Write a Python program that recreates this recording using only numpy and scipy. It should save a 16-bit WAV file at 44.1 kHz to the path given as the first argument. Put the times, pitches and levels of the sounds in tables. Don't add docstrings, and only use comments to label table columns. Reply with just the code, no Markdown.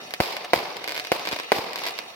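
import sys
import numpy as np
from scipy import signal
from scipy.fft import rfft, irfft
from scipy.io import wavfile
from scipy.ndimage import uniform_filter1d

SR = 44100
rng = np.random.default_rng(int(sys.argv[2]) if len(sys.argv) > 2 else 0)


def generate_wav(sig):
    pcm = np.round(np.clip(np.atleast_2d(sig).T, -1, 1) * 32767).astype(np.int16)
    wavfile.write(sys.argv[1], SR, pcm)


def boost_factor(decibels):
    exponent = np.asarray(decibels, float) / 20
    return 10 ** exponent


N = 94815


def conv(x, h):
    return signal.fftconvolve(np.atleast_2d(x), np.atleast_2d(h), axes=1)[:, :N]


def place(times, gains):
    at = np.clip(np.asarray(times) * SR, 0, N - 2)
    i = at.astype(int)
    out = np.zeros(N)
    np.add.at(out, i, gains * (1 - at + i))
    np.add.at(out, i + 1, gains * (at - i))
    return out


def band(x, hz, octaves):
    f = np.fft.rfftfreq(x.shape[-1], 1 / SR) + 1
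    bell = np.exp(-(np.log2(f / hz) / octaves) ** 2)
    y = irfft(rfft(x) * bell, x.shape[-1])
    return y / np.sqrt(np.mean(y ** 2))


def pair(x, hz):
    alike_hz, right_db = 756, 1.1
    alike = 1 / (1 + (hz / alike_hz) ** 2)
    shared = np.sqrt((1 + alike) / 2) * x[0]
    different = np.sqrt((1 - alike) / 2) * x[1]
    return shared + different * np.array([[1], [-boost_factor(right_db)]])


def lumps(rate):
    k = int(SR / rate)
    steps = np.repeat(rng.standard_normal(N // 50 + 1), k)[:N]
    return 1.25 * uniform_filter1d(steps, k)


def night():
    out = 0
    for db, hz in [(-64.5, 14000), (-74, 110)]:
        out = out + boost_factor(db) * pair(band(rng.standard_normal((2, N)), hz, .7), hz)
    return out


# (time [s], level [dB])
CRACKLE_LEVEL = [(0.0, -45), (0.39, -51), (0.6, -47), (0.77, -48.5), (0.96, -43), (1.09, -43.5),
                 (1.42, -41.5), (1.56, -46.5), (1.74, -50.5), (1.83, -39.5), (2.04, -46), (2.15, -49.5)]
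# (frequency [Hz], level per Hz [dB])
CRACKLE_COLOUR = [(40, -64), (200, -16), (700, 5.5), (1370, -5.5), (2300, 0), (4700, -5), (8500, -22.5),
                  (15000, -25.5)]


def crackle():
    pops_per_s, spread_db, smear_s, flicker_db = 2500, 2.6, .0057, 2
    hit = rng.random((2, N)) < pops_per_s / SR
    grains = hit * boost_factor(spread_db * rng.exponential(size=(2, N)))
    t = np.arange(SR // 20) / SR
    grains = conv(grains, rng.standard_normal((2, len(t))) * np.exp(-t / smear_s))
    colour_hz, colour_db = np.array(CRACKLE_COLOUR).T
    out = 0
    for hz in 60 * 2 ** np.arange(0, 8.2, .5):
        db = np.interp(np.log(hz), np.log(colour_hz), colour_db)
        db = db + 10 * np.log10(hz / 1000)
        out = out + boost_factor(db + flicker_db * lumps(46)) * pair(band(grains, hz, .25), hz)
    middle = signal.sosfilt(signal.butter(4, [1500, 5500], "band", fs=SR, output="sos"), out)
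    level = np.interp(np.arange(N) / SR, *np.array(CRACKLE_LEVEL).T)
    return out / np.sqrt(np.mean(middle ** 2)) * boost_factor(level)


def shock(push_ms):
    suction = .6
    u = np.arange(int(SR * .03)) / SR / (push_ms / 1000)
    return (1 - u) * np.exp(-u * suction)


# (time [s], level [dB], push length [ms], right side level [dB])
THUMP_EVENTS = [
    (0.2013, -8, 0.92, -5),
    (0.562, -22, 0.56, 2),
    (.577, -24, 0.48, 0),
    (1.1174, -20.5, 0.54, 5.5),
    (1.329, -21, 0.51, 0),
    (1.567, -22.5, 0.31, 0.2),
    (1.586, -21.5, 0.6, 1.7),
]


def thumps():
    x = 0
    for s, db, push_ms, right_db in THUMP_EVENTS:
        dull = np.convolve(shock(push_ms), np.hanning(40) / 20)
        x = x + conv(place([s], boost_factor(db)), dull) * boost_factor(np.array([[0], [right_db]]))
    return signal.sosfilt(signal.butter(2, 79.5, "high", fs=SR, output="sos"), x)


def paths(s, db, late_ms, ground_ms, ground_db, body, right_db, blur_ms):
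    ground_right_early_ms = .46
    s = np.atleast_1d(s)
    g = boost_factor(np.atleast_1d(db))
    bounce = np.zeros((2, N))
    for c in range(2):
        ground_s = s + (ground_ms - c * ground_right_early_ms) / 1000
        bounce[c] += place(ground_s, g * boost_factor(ground_db))
        for ms, *side_db in body:
            vary_time, vary_db = rng.standard_normal((len(s), 2)).T
            body_s = s + ms / 1000 * (1 + .04 * vary_time)
            bounce[c] += place(body_s, g * boost_factor(side_db[c] + 2 * vary_db))
    blur = np.exp(-((np.arange(40) / SR * 1000 - blur_ms) / blur_ms * 2) ** 2)
    direct = np.array([place(s, g), place(s + late_ms / 1000, g * boost_factor(right_db))])
    return direct + conv(bounce, blur / blur.sum())


# (time [s], peak level [dB], right port
# delay [ms])
POPS_EARLY = [(0.1078, -19.0, 0.18), (0.1383, -8.0, 0.18), (0.2363, -16.0, 0.23), (0.2596, -15.0, 0.23),
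              (0.2773, -17.0, -0.32), (0.3269, -17.0, 0.43), (0.3674, -11.0, 0.18), (0.5605, -10.0, -0.29),
              (0.7681, -14.0, 0.41), (0.842, -13.0, 0.11), (0.8773, -10.0, 0.16), (0.8843, -13.0, 0.16),
              (0.8934, -12.0, 0.11), (0.9062, -16.0, 0.11), (0.9129, -17.0, 0.07), (0.9212, -11.0, 0.11),
              (0.9456, -16.0, 0.07), (0.953, -14.0, 0.07), (0.9643, -13.0, -0.02), (0.9716, -18.0, 0.16),
              (0.9778, -10.0, 0.18), (0.9911, -15.0, 0.18), (0.9979, -10.0, -0.45), (1.0411, -21.0, 0.16),
              (1.0495, -15.0, 0.11), (1.0705, -16.0, 0.14)]
POPS_MIDDLE = [(1.1956, -15.0, -0.02), (1.2531, -13.0, 0.14), (1.2727, -8.0, 0.14), (1.2821, -16.0, 0.05),
               (1.3137, -13.0, 0.11), (1.3211, -11.0, 0.11), (1.3276, -9.0, 0.54), (1.3352, -12.0, 0.23),
               (1.3613, -14.0, 0.07), (1.3646, -15.0, 0.11), (1.3887, -15.0, 0.2), (1.3994, -11.0, 0.16),
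               (1.4351, -21.0, 0.02), (1.5851, -14.0, -0.32)]
POPS_LATE = [(1.7325, -13.0, 0.39), (1.7587, -8.0, 0.14), (1.7866, -16.0, 0.14), (1.8023, -20.0, 0.09),
             (1.8195, -19.0, 0.07), (1.8368, -13.0, 0.23), (1.854, -14.0, 0.23), (1.8643, -13.0, 0.16),
             (1.8673, -10.0, 0.09), (1.8704, -14.0, -0.07), (1.8735, -13.0, -0.39), (1.8784, -15.0, 0.0),
             (1.8851, -12.0, 0.07), (1.8931, -15.0, 0.11), (1.9078, -18.0, 0.0), (1.9797, -18.0, -0.05),
             (1.9886, -10.0, 0.23)]
POPS_EXTRA = [
    (1.2595, -19, .36),
    (1.2888, -14, .43),
    (1.3440, -19, .15),
    (1.7773, -22, .02),
    (1.7919, -18, .36),
]
GROUP_PUSHES = [.045, .075, .045, .04]
GROUP_GAINS = [1.7, 1.37, 1.5, 4.8]
# (delay [ms], left level [dB], right level [dB])
POP_BOUNCES = [(.25, -14, -6), (2.0, -16, -4), (3.3, -18, -16)]


def pops():
    tail_db, tail_t60_s = -28.5, .068
    t = np.arange(SR // 4) / SR
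    out = 0
    groups = [POPS_EARLY, POPS_MIDDLE, POPS_LATE, POPS_EXTRA]
    for group, push_ms, gain_db in zip(groups, GROUP_PUSHES, GROUP_GAINS):
        s, db, late_ms = np.array(group).T
        db = db + gain_db
        arrivals = paths(s, db, late_ms, ground_ms=6.6, ground_db=-12, body=POP_BOUNCES,
                         right_db=-2.5, blur_ms=.012)
        scatter = rng.standard_normal((2, len(t))) * boost_factor(tail_db - 60 * t / tail_t60_s)
        tail = conv(place(s, boost_factor(db)), scatter)
        out = out + conv(arrivals + tail, shock(push_ms))
    return out


# (frequency [Hz], level [dB], time to fade by 60 dB [s])
ROLL_BANDS = [(157, -22.5, 1.08), (386, -18, 1.03), (556, -10.5, 0.98), (947, -10.5, 0.98),
              (2380, -14.5, 1.08), (3980, -12.5, 0.85), (7400, -11, 0.45), (13400, -10, 0.29)]
# (time [s], level [dB], bass lean [dB], wall slap [dB], fade stretch [times])
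ROLL_EVENTS = [
    (-.15, -40.5, 15, .1, 1.4),
    (.2031, -26, -0.25, 1.1, 1.47),
    (0.5317, -25.5, 1.8, 2.5, 1.53),
    (1.1166, -28, 1, 4, 1.14),
    (1.518, -26, 2.3, 4.5, 1.92),
]


def rolling_echoes():
    start_s, slap_s, slap_width_s = .0033, .05, .0095
    lump_db, lumps_per_s = 2.2, 150
    t = np.arange(N) / SR
    out = 0
    shared = lumps(lumps_per_s)
    for hz, band_db, t60 in ROLL_BANDS:
        power = 0
        for s, tail_db, bass_db, slap_db, stretch in ROLL_EVENTS:
            age = np.clip(t - s, 0, None)
            lean_db = -bass_db * np.log2(hz / 1000) / 2
            fade_db = -60 * age / t60 / stretch
            wall_db = slap_db * np.exp(-((age - slap_s) / slap_width_s) ** 2)
            rise = 1 - np.exp(-(age / start_s) ** 2)
            power = power + (rise * boost_factor(tail_db + lean_db + fade_db + wall_db)) ** 2
        swell = (shared + lumps(lumps_per_s)) / np.sqrt(2)
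        env = np.sqrt(power) * boost_factor(band_db + lump_db * swell)
        out = out + env * pair(band(rng.standard_normal((2, N)), hz, .73), hz)
    return out


def blast(push_ms):
    fading = .56
    u = np.arange(int(SR * .03)) / SR / (push_ms / 1000)
    return np.cos(np.pi * u / 2) * np.exp(-u * fading)


# (time [s], ground echo delay [ms], push length [ms])
SHELL_EVENTS = [
    (.2031, 5.75, .45),
    (.5337, 6.0, .42),
    (1.1182, 6.0, .46),
    (1.5190, 5.1, .44),
]
# (peak level [dB], debris crack level [dB])
SHELL_LEVELS = [
    (-2.5, -26.5),
    (2.8, -23),
    (-2.5, -24),
    (2.1, -22.5),
]
# (delay [ms], left level [dB], right level [dB])
SHELL_BOUNCES = [(.35, -17, -7), (1.3, -13, -8), (2.0, -14, -6), (2.9, -15, -9), (4.1, -13, -14)]


def shells():
    crack_t60_s = .045
    t = np.arange(N) / SR
    out = 0
    debris = band(rng.standard_normal((2, N)), 3760, 3.0)
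    for (s, ground_ms, push_ms), (db, crack_db) in zip(SHELL_EVENTS, SHELL_LEVELS):
        arrivals = paths(s, db, late_ms=.11, ground_ms=ground_ms, ground_db=-2.5, body=SHELL_BOUNCES,
                         right_db=.68, blur_ms=.11)
        crack = (t > s) * boost_factor(crack_db - 60 * abs(t - s) / crack_t60_s) * debris
        out = out + conv(arrivals, blast(push_ms)) + crack
    return out


# (frequency [Hz], width [Hz], level [dB])
PORT_PEAKS = [(590, 130, -1.5), (1348, 134, -5.5), (2230, 334, 5), (4970, 780, 5.5), (13400, 2600, 7.5)]


def ports(x):
    low_hz, top_hz, treble_db = 281, 5470, -9.5
    f = np.fft.rfftfreq(4096, 1 / SR) + 1
    db = -10 * np.log10(1 + (low_hz / f) ** 4)
    db = db + treble_db / (1 + (top_hz / f) ** 10)
    for hz, width, peak_db in PORT_PEAKS:
        db = db + peak_db * np.exp(-((f - hz) / width) ** 2)
    cep = irfft(db * np.log(10) / 20)
    cep[1:2048] *= 2
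    cep[2049:] = 0
    return conv(x, irfft(np.exp(rfft(cep)))[:2048])


def scene():
    near = shells() + rolling_echoes() + pops()
    return ports(near) + thumps() + crackle() + night()


def roll_off(x):
    return signal.sosfilt(signal.butter(12, 17000, fs=SR, output="sos"), x)


def record(dry):
    drive, top_hz, headroom_db = 1.4, 16000, -.8
    soft = np.tanh(drive * dry) / np.tanh(drive)
    mix = signal.sosfilt(signal.ellip(8, .3, 50, top_hz, fs=SR, output="sos"), soft)
    return roll_off(mix * boost_factor(headroom_db))


dry = scene()
out = record(dry)
generate_wav(out)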